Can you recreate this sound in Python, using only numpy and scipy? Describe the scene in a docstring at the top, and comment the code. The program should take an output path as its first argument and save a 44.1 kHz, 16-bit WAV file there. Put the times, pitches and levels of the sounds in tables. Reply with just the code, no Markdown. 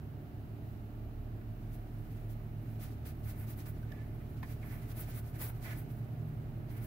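"""A soft paint brush is dabbed and dragged over a paper pad inside a parked car, close to a phone.
Noise clicks stand for hairs slipping: they hiss, scrape and ring the paper; ticks are short bursts into it.
The engine idles: sine tones follow its firing rate and boom in the cabin, and each firing knocks the panels.
A cooling fan spins up as two more sines and beats against them; filtered noise makes the air rumbling
in the vents and the faint microphone hiss."""
import sys
import numpy as np
from scipy import signal
from scipy.fft import rfft, irfft
from scipy.io import wavfile
from scipy.ndimage import uniform_filter1d

SR = 44100
rng = np.random.default_rng(int(sys.argv[2]) if len(sys.argv) > 2 else 0)


def to_linear_factor(level_db):
    """Convert decibel levels (scalar or array-like) to linear amplitude factors."""
    exponent = np.asarray(level_db, float) / 20
    return 10 ** exponent


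def wav_out(sig):
    """Save sig, one row per channel (or a flat mono array), as 16-bit PCM at SR to the path in sys.argv[1]."""
    wavfile.write(sys.argv[1], SR, np.round(np.clip(np.atleast_2d(sig).T, -1, 1) * 32767).astype(np.int16))


N = 302526  # length in samples

# left-right lean of the paper: minus makes the left port quieter
PAPER_PAN = to_linear_factor(-1 * np.array([[0.5], [-0.5]]))


def level(x, db):
    """Scale a sound to an rms level in dB."""
    return x * to_linear_factor(db) / np.sqrt(np.mean(x ** 2))


def curves(rows):
    """Draw straight lines between the rows of a timed table: one curve for each column after the time."""
    s, *columns = np.transpose(rows)
    return [np.interp(np.arange(N) / SR, s, column) for column in columns]


def on_log(rows, hz):
    """Read a spectrum between its rows, along a log-frequency axis."""
    f, value = np.transpose(rows)
    return np.interp(np.log(hz + 1), np.log(f + 1), value)


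def colour(x, spectrum):
    """Make some frequencies of a sound louder and others softer."""
    gain = to_linear_factor(on_log(spectrum, np.fft.rfftfreq(N, 1 / SR)))
    return irfft(rfft(x) * gain, N)


def ring(x, modes):
    """Pass a sound through side-by-side resonances, each with a pitch, a width and a gain."""
    out = 0
    for hz, width, db in modes:
        b, a = signal.iirpeak(min(hz, 20000), hz / width, fs=SR)
        out = out + to_linear_factor(db) * signal.lfilter(b, a, x)
    return out


def walk(rate):
    """Wander randomly: levels held for 1 / rate seconds, smoothed twice, with a spread near 1."""
    k = int(SR / rate)
    steps = np.repeat(rng.standard_normal(N // k + 1), k)
    return 1.3 * uniform_filter1d(uniform_filter1d(steps, k), k)[:N]


def tone(cycles, db):
    """A sine of given rms level, following a running count of cycles."""
    return np.sqrt(2) * to_linear_factor(db) * np.cos(2 * np.pi * cycles)


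def reflections(x, t60, wet_db):
    """Seats and glass send each port its own short scatter of echoes, fading by 60 dB in t60 seconds."""
    t = np.arange(4000) / SR
    tail = rng.standard_normal((2, len(t))) * np.exp(-np.log(1000) * t / t60)
    tail *= to_linear_factor(wet_db) / np.sqrt(np.sum(tail ** 2, axis=1, keepdims=True))
    tail[:, 0] = 1  # direct sound
    both = signal.fftconvolve(x * np.ones((2, 1)), tail, axes=1)[:, :N]
    return both / np.sqrt(1 + to_linear_factor(2 * wet_db))


def slips(flutter_db):
    """Hundreds of hairs slip over the paper grain: dense clicks of uneven size, in uneven bunches."""
    size_db = 1.3 * rng.exponential(size=N)
    return rng.standard_normal((2, N)) * to_linear_factor(size_db + flutter_db * walk(60))


def contact():
    """Hovering tips plus strokes that speed up and slow down evenly; a faster brush is louder.
    Gives the amplitudes of hiss, scrape and paper body, and the sheet's pitch in Hz."""
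    # Brush strokes. Each row: touch in seconds, fastest moment in seconds, lift in seconds,
    # bristle hiss at the fastest moment in dB, pressure (paper body over hiss) in dB, scrape over hiss in dB.
    strokes = [(1.689, 1.749, 1.783, -60, -9, -7), (2.288, 2.309, 2.352, -59, -16, -3),
               (2.786, 2.824, 2.904, -52, -7, -5), (2.882, 2.913, 2.958, -63, -8, -5),
               (3.045, 3.067, 3.138, -50, -7, -6), (3.219, 3.291, 3.348, -50, -7, -7),
               (3.308, 3.427, 3.475, -56, -4, -8), (3.454, 3.504, 3.559, -52, -7, -8),
               (3.551, 3.588, 3.659, -55, -6, -7), (3.65, 3.667, 3.725, -50, -7, -11),
               (3.84, 3.97, 4.13, -74, 11, -6), (4.19, 4.22, 4.25, -70, 7, -8),
               (4.43, 4.508, 4.565, -56, -4, -6), (4.61, 4.635, 4.69, -68, 10, -4),
               (4.627, 4.672, 4.706, -56, -3, -8), (4.666, 4.724, 4.911, -55, -2, -7),
               (4.861, 4.919, 4.939, -54, -5, -6), (4.935, 5.009, 5.065, -47, -7, -8),
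               (5.043, 5.107, 5.138, -52, -6, -8), (5.099, 5.176, 5.223, -50, -6, -9),
               (5.203, 5.279, 5.334, -57, -11, -11), (5.318, 5.359, 5.411, -54, -4, -9),
               (5.378, 5.421, 5.534, -42, -9, -10), (5.519, 5.563, 5.609, -62, -7, -9),
               (5.589, 5.65, 5.712, -51, -6, -8), (5.635, 5.66, 5.72, -60, 12, -2),
               (5.65, 5.71, 5.78, -52, 3, -3), (5.73, 5.792, 5.844, -52, -6, -10),
               (5.88, 5.915, 5.946, -59, -6, -13), (6.676, 6.719, 6.798, -59, -4, -9),
               (6.72, 6.78, 6.86, -59, 0, -7), (6.794, 6.847, 6.906, -52, -6, -10)]
    # Tips barely touching the paper. Each row: time in seconds, bristle hiss in dB.
    hover = [(0, -83), (.55, -82), (.7, -70), (.85, -80), (1.4, -86), (1.65, -72.5), (1.95, -72),
             (2.15, -66.5), (2.28, -69.5), (2.5, -78), (2.7, -66.5), (3, -72.5), (3.8, -68), (4.15, -71.5),
             (4.4, -68.5), (5.9, -69.5), (6.3, -72), (6.86, -80)]

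    def powers(pressure_db, scrape_db):
        """Powers of hiss, scrape and body, and the body power weighted by pressure."""
        body = to_linear_factor(2 * pressure_db)
        return np.array([1, to_linear_factor(2 * scrape_db), body, body * pressure_db])[:, None]

    t = np.arange(N) / SR
    hover_db, = curves(hover)
    total = powers(-3.5, -5.5) * to_linear_factor(2 * hover_db)
    for touch, fastest, lift, db, pressure_db, scrape_db in strokes:
        during = slice(int(touch * SR), int(lift * SR))
        speed = np.interp(t[during], [touch, fastest, lift], [0, 1, 0])
        total[:, during] += powers(pressure_db, scrape_db) * to_linear_factor(2 * db) * speed ** 2
    tips, stiff, body = np.sqrt(total[:3])
    mean_pressure_db = total[3] / total[2]
    # 1736 Hz at pressure 0, higher by 0.03 octaves for each dB of pressure
    return tips, stiff, body, 1736 * 2 ** (0.03 * mean_pressure_db)


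def sheet(x, pitch_hz, spread):
    """The sheet resonates, most near the touched spot's pitch (spread in octaves); wide resonances are lower."""
    # Resonances of the paper sheet. Each row: frequency in Hz, width in Hz, relative level in dB.
    paper = [(695, 200, -5), (956, 195, 3.5), (1276, 266, 4.5), (1480, 146, 2), (1750, 115, 1.5),
             (1956, 327, 5.5), (2220, 310, -5.5), (2920, 400, -9)]
    out = 0
    for hz, width, db in paper:
        woken = np.exp(-(np.log2(hz / pitch_hz) / spread) ** 2 / 2)
        rung = ring(ring(x, [(hz, width, db)]), [(hz, 3 * width, 0)])  # second pass narrows the skirts
        out = out + woken * rung / np.sqrt(width)
    return out


def brush():
    """Hair tips hiss, stiffer hairs scrape, and the sheet and its backing resonate under the drag."""
    # Colour of the hair-tip hiss. Each row: frequency in Hz, relative level in dB.
    bristles = [(4120, -38), (7000, -18.5), (8460, -8.5), (9900, -6), (10400, -2), (13600, 1), (15000, 3)]
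    # Resonances of the stiffer hairs. Each row: frequency in Hz, width in Hz, relative level in dB.
    stiff_hairs = [(3580, 4400, 14), (5170, 2000, -21), (6860, 6800, -6)]
    # Backing of the pad, pushed by the drag. Each row: frequency in Hz, width in Hz, relative level in dB.
    backing = [(496, 110, -7), (660, 84, -3), (920, 730, -6.5)]

    tips, stiff, body, pitch_hz = contact()
    # the levels below balance the layers; the contact amplitudes then shape each one
    hiss = level(colour(slips(2.0), bristles), 0.86) * tips
    scrape = level(ring(slips(2.5), stiff_hairs), -2.2) * stiff
    paper = level(sheet(slips(1.4), pitch_hz, spread=0.56), -2.14) * PAPER_PAN
    board = level(ring(ring(slips(1.8)[0], backing), [(670, 920, 0)]), -9)  # alike at both ports
    return hiss + scrape + (paper + board) * body


def pad():
    """Each tick is a sharp first contact and a brief rattle of clicks into the sheet's resonances."""
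    # Snaps over many resonances of the pad. Each row: start in seconds, peak level of the body in dB,
    # rattle decay in seconds, gain of the bright edge in dB, pitch in Hz.
    snaps = [(1.4125, -56, .004, -13, 1500), (1.962, -60, .006, -12, 2300), (3.054, -57, 0.0065, 0, 2000),
             (4.429, -40.5, 0.012, -9, 1800), (5.414, -39.5, 0.01, -7, 950), (5.5, -43.5, 0.003, -8, 1100),
             (5.904, -65, .004, 3, 1500)]
    # Ticks and creaks on one resonance. Each row: start in seconds, peak level of the body in dB,
    # rattle decay in seconds, gain of the bright edge in dB, pitch in Hz.
    creaks = [(2.299, -67, .012, 0, 2750), (3.829, -55, .006, -7, 1480), (3.919, -47.5, 0.0037, -1.5, 1750),
              (4.145, -50, 0.018, -25, 700), (4.355, -63, .015, -20, 1480), (4.43, -41, .008, -23, 956),
              (4.628, -52, 0.011, -15, 2300), (5.815, -57, 0.0091, -15, 1200)]
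    # Bright edge of a tick. Each row: frequency in Hz, width in Hz, relative level in dB.
    bright_edge = [(3350, 1800, 4.5), (12500, 6400, -4.5)]

    snap_spread, creak_spread = 1, 0.088  # octaves of resonances woken
    first_contact = 5.3  # size of the first click over the rattle
    t = np.arange(6000) / SR
    ticks = [(*row, snap_spread) for row in snaps] + [(*row, creak_spread) for row in creaks]
    out = np.zeros((2, N))
    for start, db, rattle, bright_db, pitch_hz, spread in ticks:
        burst = rng.standard_normal((2, len(t))) * np.exp(-t / rattle)
        edge = ring(burst, bright_edge)
        burst[:, 0] += first_contact
        body = sheet(burst, pitch_hz, spread)
        body /= np.sqrt(np.mean(np.max(body ** 2, axis=1)))  # peak of 1
        i = int(start * SR)
        out[:, i:i + len(t)] += to_linear_factor(db) * (body + to_linear_factor(bright_db) * edge)
    return reflections(out * PAPER_PAN, t60=0.025, wet_db=-5)


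def squeaks():
    """The pad squeaks faintly by steady stick-slip: a thin tone that wavers in pitch and level."""
    # Squeaks of the pad. Each row: start in seconds, length in seconds, level in dB, pitch in Hz.
    squeak_list = [(3.898, .058, -68, 1750), (3.96, .08, -67, 1740)]
    t = np.arange(N) / SR
    out = np.zeros(N)
    for start, length, db, hz in squeak_list:
        fade_in, fade_out = (t - start) / 0.008, (start + length - t) / 0.032
        held = np.clip(np.minimum(fade_in, fade_out), 0, 1)
        cycles = np.cumsum(hz * (1 + 0.0118 * walk(120))) / SR
        out += held * tone(cycles, db + 2.2 * walk(80))
    return reflections(out, t60=0.03, wet_db=1)


def engine():
    """Firing tones at multiples of the firing rate, plus one uneven knock a firing that rings the panels."""
    # Idle speed. Each row: time in seconds, firing rate in Hz.
    idle = [(0, 35.664), (0.4, 35.784), (0.8, 36.362), (1.2, 37.085), (1.6, 37.168), (2, 37.009),
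            (2.5, 36.616), (3, 36.587), (3.5, 36.588), (4, 36.616), (4.6, 36.651), (5.2, 36.732),
            (5.8, 36.926), (6.3, 36.919), (6.86, 36.66)]
    # Wandering tones. Each row: time in seconds, firing tone in dB, second harmonic in dB,
    # belt-driven tone in dB.
    tone_levels = [(0, -70, -48, -52), (.5, -62, -55, -55), (1.2, -47, -51, -67), (1.7, -47, -62, -55.5),
                   (2.5, -49.5, -67, -54.5), (3, -52, -48, -58.5), (4, -50.5, -52, -52),
                   (5.2, -51, -53, -53), (6, -51, -59, -51), (6.86, -51, -66, -54)]
    # Further engine tones. Each row: multiple of the firing rate, level in dB, waver in dB.
    further_tones = [(2.83, -59.5, 6), (6, -60, 1.5), (8, -65.5, 3)]
    # Cabin panels rung by each firing. Each row: frequency in Hz, width in Hz, level in dB.
    cabin_panels = [(288, 170, -65), (603, 68, -66.5), (700, 33, -70.5)]

    hz, = curves(idle)
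    first_db, second_db, belt_db = curves(tone_levels)
    boom_db = -46 + 3.5 * np.minimum(hz - 36.6, 0)  # third-harmonic boom, weaker when the idle is slower
    cycles = np.cumsum(hz) / SR
    out = tone(cycles, first_db + 1.4 * walk(6))
    out += tone(2 * cycles + rng.random(), second_db + 2.0 * walk(4.99))
    out += tone(3 * cycles, boom_db + 0.54 * walk(8))
    out += tone(4.13 * cycles, belt_db + 2.7 * walk(7))  # belt tone
    for multiple, db, waver_db in further_tones:
        out += tone(multiple * cycles + rng.random(), db + waver_db * walk(3.13))

    firing = np.diff(np.floor(cycles), prepend=0)  # one click a cycle
    knock = firing * to_linear_factor(2.3 * rng.standard_normal(N))
    panels = np.zeros(N)
    for f, width, db in cabin_panels:
        rung = ring(ring(knock, [(f, width, 0)]), [(f, 2 * width, 0)])
        panels += level(rung, db)
    return out + reflections(panels, t60=0.09, wet_db=-4)


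def fan():
    """Two rotor tones rise together as the speed closes in on full speed; a slower fan is quieter."""
    start_hz, full_hz, spin_up_s = 56.67, 123.73, 1.758
    full_db, db_per_hz = -46.5, 0.65
    short_hz = (full_hz - start_hz) * np.exp(-np.arange(N) / SR / spin_up_s)  # still missing from full speed
    db = full_db - db_per_hz * short_hz
    cycles = np.cumsum(full_hz - short_hz) / SR
    # the second rotor turns 1.2 times as fast and does not fade as far at low speed
    second_db = np.maximum(db, -52) - 17.5 + 3.4 * walk(4.07)
    return tone(cycles, db) + tone(1.2 * cycles, second_db)


def cabin():
    """Air rumble: coloured noise, alike at both ports in the bass and largely unrelated in the treble."""
    # Colour of the cabin air. Each row: frequency in Hz, relative level in dB.
    air_colour = [(15, -32), (25, -7), (69, -10.5), (117, -4.5), (178, -14.5), (294, -14.5), (345, -19),
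                  (413, -20), (525, -32), (592, -28), (709, -25), (1020, -35.5), (1270, -34), (3000, -45),
                  (3900, -85), (6600, -120)]
    # Likeness of the two ports. Each row: frequency in Hz, left-right likeness (1 = the same, 0 = unrelated).
    likeness = [(60, 1), (130, 0.8), (290, 0.84), (640, 0.27), (1410, -0.24), (3100, 0.11), (6820, -0.28),
                (15000, 0.27)]
    hz = np.fft.rfftfreq(N, 1 / SR)
    mid, side = rfft(rng.standard_normal((2, N)))
    alike = np.clip(on_log(likeness, hz), -0.9, 0.99)
    pair = np.sqrt(1 + alike) * mid + np.sqrt(1 - alike) * side * np.array([[1], [-1]])
    air = level(irfft(pair * to_linear_factor(on_log(air_colour, hz)), N), -47)
    swell_db = 0.24 * (np.arange(N) - N / 2) / SR  # grows slowly, by 0.24 dB a second
    return air * to_linear_factor(swell_db)


def microphone_hiss():
    """Steady hiss, unrelated at the two ports, that rises toward the port resonance."""
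    # Colour of the microphone hiss. Each row: frequency in Hz, relative level in dB.
    hiss_colour = [(1650, -30), (2800, -7.5), (3970, -7), (4230, -8.5), (4670, -10), (5090, -12),
                   (6210, -14.5), (8480, -17.5), (10600, -13.5), (11800, -8.5), (15300, -5)]
    return level(colour(rng.standard_normal((2, N)), hiss_colour), -67.5)


def scene():
    """All sources, added at the two microphone ports."""
    return brush() + pad() + squeaks() + engine() + fan() + cabin() + microphone_hiss()


def band_limit(x):
    """A steep low-pass at the top of the band."""
    return signal.sosfilt(signal.butter(12, 16340, fs=SR, output="sos"), x)


def record(dry):
    """The two ports differ a little in colour; the deepest bass and the top are cut."""
    # Balance of the two ports. Each row: frequency in Hz, left minus right in dB.
    port_balance = [(60, -2.5), (110, -2), (200, -2), (380, -1.5), (700, -1), (1290, -4), (2380, -4),
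                    (4400, -1.5), (8120, 2), (15000, 1.0)]
    half_db = on_log(port_balance, np.fft.rfftfreq(N, 1 / SR)) / 2
    x = irfft(rfft(dry) * to_linear_factor(half_db * np.array([[1], [-1]])), N)
    x = signal.sosfilt(signal.butter(4, 31, "highpass", fs=SR, output="sos"), x)
    x = signal.sosfilt(signal.ellip(12, 0.1, 70, 15720, fs=SR, output="sos"), x)
    return band_limit(x)


dry = scene()
out = record(dry)
wav_out(out)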